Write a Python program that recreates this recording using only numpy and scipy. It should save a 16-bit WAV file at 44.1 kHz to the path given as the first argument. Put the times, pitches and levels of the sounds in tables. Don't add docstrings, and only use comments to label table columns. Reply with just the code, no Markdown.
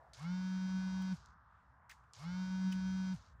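import sys
import numpy as np
from scipy import signal
from scipy.fft import rfft, irfft
from scipy.io import wavfile
from scipy.ndimage import uniform_filter1d

SR = 44100
rng = np.random.default_rng(int(sys.argv[2]) if len(sys.argv) > 2 else 0)


def decibels_to_gain(level_db):
    exponent = np.asarray(level_db, float) / 20
    return 10 ** exponent


def unload_audio(sound):
    columns = np.transpose(np.atleast_2d(sound))
    steps = np.round(np.clip(columns, -1, 1) * 32767)
    wavfile.write(sys.argv[1], SR, steps.astype(np.int16))


N = 149940

# frequency [Hz], density [dB per Hz].
GRIT = [(1400, -27.5), (2150, 1.5), (2600, -4), (4300, -5), (6700, -3.5), (8000, -9), (12000, -19.5),
        (15500, -32)]
CREEP_SHARE = 0.03
POLES = 3


def level(x, db):
    return x * decibels_to_gain(db) / np.sqrt(np.mean(x ** 2))


def shaped(points):
    hz, db = np.array(points, float).T
    f = np.fft.rfftfreq(N, 1 / SR) + 1
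    gain = decibels_to_gain(np.interp(np.log(f), np.log(hz), db, -90, -90))
    return level(irfft(rfft(rng.standard_normal(N)) * gain, N), 0)


def band(x, hz, width_hz):
    return signal.lfilter(*signal.iirpeak(hz, hz / width_hz, SR), x)


def steep(x, hz, width_hz):
    return band(band(x, hz, width_hz), hz, width_hz)


def walk(rate):
    hold = int(SR / rate)
    steps = rng.standard_normal(N)[np.arange(N) // hold]
    return 1.36 * uniform_filter1d(uniform_filter1d(steps, hold), hold)


def fade(t, start, t60, attack):
    age = np.clip(t - start, 0, None)
    return (1 - np.exp(-age / attack)) ** 2 * decibels_to_gain(-60 * age / t60)


def field():
    # frequency [Hz], density [dB per Hz].
    wash_colour = [(250, -19.5), (420, -11), (650, -6), (1050, 1.5), (1650, -3.5), (2500, -26.5),
                   (6000, -35), (15800, -51)]
    swell_db, flicker_db = 0.5, 5
    wash, swell = shaped(wash_colour), walk(2.795)
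    out = 0
    for hz in 230 * 2 ** np.arange(0, 6.2, 0.5):
        gain = decibels_to_gain(swell_db * swell + flicker_db * walk(6.7))
        out = out + gain * band(wash, hz, hz / 2.8)
    return level(out, -67.5)


def wind(t):
    # frequency [Hz], density [dB per Hz].
    wind_colour = [(22, -37.5), (45, -18.5), (63, 2), (85, -8), (125, -9.5), (200, -19), (300, -30.5)]
    # time [s], level [dB].
    gusts = [(0, -72), (.3, -67.5), (1.2, -62), (1.5, -68), (2.1, -68.5), (2.3, -63), (2.9, -59.5),
             (3.4, -63.5)]
    gust_db = np.interp(t, *np.array(gusts).T)
    return shaped(wind_colour) * decibels_to_gain(gust_db + walk(14))


def rotor(t):
    # power on [s], power off [s], full speed [Hz].
    bursts = [
        (0.1331, 1.127, 187.6),
        (2.136, 3.132, 187.8),
    ]
    spin_up_s, creep_s = 0.052, 0.2
    brake_s, coast_s, coast_share = 0.042, 0.22, 0.45
    arc_off_s = 0.0078
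    rush_s, rush_width_s = 0.1, 0.05
    hz, share, current, rush = np.zeros((4, N))
    for on, off, full in bursts:
        age = np.clip(t - on, 0, None)
        coast = np.clip(t - off, 0, None)
        up = 1 - (1 - CREEP_SHARE) * np.exp(-age / spin_up_s) - CREEP_SHARE * np.exp(-age / creep_s)
        drag = coast_share * np.clip(1 - coast / coast_s, 0, 1)
        brake = (1 - coast_share) * np.exp(-(coast / brake_s) ** 2)
        part = up * (drag + brake)
        hz = hz + full * part
        share = share + part
        current = current + (age > 0) * np.exp(-coast / arc_off_s)
        rush = rush + np.exp(-((t - on - rush_s) / rush_width_s) ** 2)
    wander = 1 + 0.001246 * walk(14)
    return hz * wander, share, current, rush


def weight_hum(hz, turn):
    # speed [Hz], gain [dB].
    shake = [(40, -51), (100, -26), (125, -18), (158, -8), (168, -2), (187, 1)]
    flutter_db, rough_db = -1.25, 0.5
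    shake_db = np.interp(hz, *np.array(shake).T)
    shake_db = shake_db + flutter_db * walk(27) + rough_db * walk(260)
    return decibels_to_gain(shake_db) * np.sin(turn) * (hz > 0)


def overtones(turn, share, current):
    # multiple of the shaft speed, level [dB re hum].
    orders = [(1, 0), (2, -41), (3, -36), (4, -38), (5, -23), (6, -33), (7, -34), (8, -21), (9, -29),
              (10, -50), (11, -35), (12, -40), (13, -33), (14, -43), (15, -38), (16, -55), (17, -31),
              (18, -44), (19, -40), (20, -33), (21, -40), (22, -39), (23, -38), (24, -35), (25, -40),
              (26, -32), (27, -37), (28, -38), (29, -41), (30, -35), (31, -46), (32, -32), (33, -52),
              (34, -47), (35, -42), (36, -47), (37, -46), (38, -48), (39, -56), (40, -53), (41, -45),
              (42, -59), (43, -57), (44, -55), (45, -65), (46, -63), (47, -65), (48, -56), (49, -61),
              (50, -68), (51, -66), (52, -61), (53, -60), (54, -73), (55, -62), (56, -59), (57, -62),
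              (58, -62)]
    high_orders = [-72, -61, -69, -70, -76, -61, -71, -62, -70, -68, -75, -74, -72, -75, -72, -76, -74, -70,
                   -72, -69, -76, -68, -70, -70, -65]
    low_trim = [-4, -1, -6, -1, -5, -2]
    # frequency [Hz], width [Hz], level [dB].
    case = [(2164.6, 119, 12), (1568, 115, -5)]
    order_db = np.r_[np.array(orders)[1:, 1], high_orders] + 1
    order_db[:len(low_trim)] += low_trim
    flutter = [decibels_to_gain(1.1 * walk(24.856)) for _ in range(5)]
    phase = 2 * np.pi * 0.45 * rng.random(len(order_db))
    tones = 0
    for k, db in enumerate(order_db):
        tones = tones + decibels_to_gain(db) * flutter[k % len(flutter)] * np.sin((k + 2) * turn + phase[k])
    tones = tones * share ** 2.86 * current
    return tones + sum(decibels_to_gain(db) * steep(tones, hz, width_hz) for hz, width_hz, db in case)


def running_hiss(turn, share, current):
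    # frequency [Hz], density [dB per Hz].
    hiss_colour = [(1800, -12), (2700, -7), (3500, -5), (4600, 0), (6900, -6), (8000, -16), (13500, -31),
                   (15700, -26)]
    gate = 1 + 0.22 * np.cos(POLES * turn)
    return current * decibels_to_gain(-71.5) * share * gate * shaped(hiss_colour)


def brush_scrape(turn, share, current, rush):
    start_db, coast_db, dull_hz = -60, -64, 4620
    start = current * decibels_to_gain(start_db) * np.clip(1 - share - CREEP_SHARE, 0, 1)
    coast = (1 - current) * decibels_to_gain(coast_db) * share ** 0.82
    bright = shaped(GRIT)
    dull = level(steep(bright, dull_hz, dull_hz), 0)
    grit = share * bright + (1 - share) * dull
    rough = decibels_to_gain(1.5 * walk(150) + 11 * rush)
    gate = 1 + 0.36 * np.cos(POLES * turn)
    return (start + coast) * rough * gate * grit


def case_rattle(share, rush):
    # frequency [Hz], density [dB per Hz].
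    rattle_colour = [(300, -28), (600, -3.5), (1000, 0.5), (1600, -1.5), (2300, -15), (3200, -21.5)]
    return decibels_to_gain(-66.5) * shaped(rattle_colour) * share * decibels_to_gain(7 * rush)


def motor_ticks(t):
    # start [s], peak [dB].
    tick_times = [(.1342, -46), (.141, -49), (.150, -56), (.159, -57), (.1945, -53), (.229, -52),
                  (1.2595, -54), (2.1345, -44), (2.141, -55), (2.155, -54), (2.1955, -54), (2.23, -55)]
    # frequency [Hz], density [dB per Hz].
    tick_colour = [(2200, -30), (3500, -3), (5000, 0), (7000, 0), (10500, -12), (13000, -30), (15500, -26)]
    t60_s, attack_s = 0.006, 0.0001
    return sum(decibels_to_gain(db - 1) * fade(t, start, t60_s, attack_s) * shaped(tick_colour)
               for start, db in tick_times)


def motor(t):
    hz, share, current, rush = rotor(t)
    turn = 2 * np.pi * np.cumsum(hz) / SR
    tonal = np.sqrt(2) * decibels_to_gain(-39) * (weight_hum(hz, turn) + overtones(turn, share, current))
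    brushes = running_hiss(turn, share, current) + brush_scrape(turn, share, current, rush)
    return tonal + brushes + case_rattle(share, rush) + motor_ticks(t)


def hoe(t):
    # start [s], level [dB], decay t60 [s], ring [Hz], ring level [dB].
    blows = [
        (1.019, -55, 0.039, 3000, -0.5),
        (1.8936, -54.5, 0.06, 1670, 2.5),
        (1.903, -71.5, 0.071, 2200, 18),
        (1.911, -51, 0.024, 2560, 0),
        (1.917, -67, 0.023, 1800, 22.5),
        (2.035, -82, .03, 2670, 11),
        (2.714, -55.5, 0.023, 5000, 11),
        (2.7212, -46.5, 0.039, 2660, 4),
    ]
    # frequency [Hz], density [dB per Hz].
    crunch_colour = [(1200, -11), (2000, -3), (6000, -4), (9000, -10.5), (13500, -24), (15500, -6),
                     (15900, -40)]
    ring_width_hz, attack_s = 820, 0.0014
    soil_db, soil_t60_s = -20, 0.25
    crunch = shaped(crunch_colour)
    soil = shaped(GRIT) * decibels_to_gain(1.2 * walk(120))
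    out = 0
    for start, db, t60, ring_hz, ring_db in blows:
        ring = level(steep(rng.standard_normal(N), ring_hz, ring_width_hz), ring_db)
        blow = fade(t, start, t60, attack_s) * (crunch + ring)
        crumble = decibels_to_gain(soil_db) * fade(t, start, soil_t60_s, attack_s) * soil
        out = out + decibels_to_gain(db) * (blow + crumble)
    return out


def scene():
    t = np.arange(N) / SR
    return (field() + wind(t) + motor(t) + hoe(t))[None]


def low_pass(x):
    return signal.sosfilt(signal.butter(12, 16690, fs=SR, output="sos"), x)


def record(dry):
    return low_pass(dry)


dry = scene()
out = record(dry)
unload_audio(out)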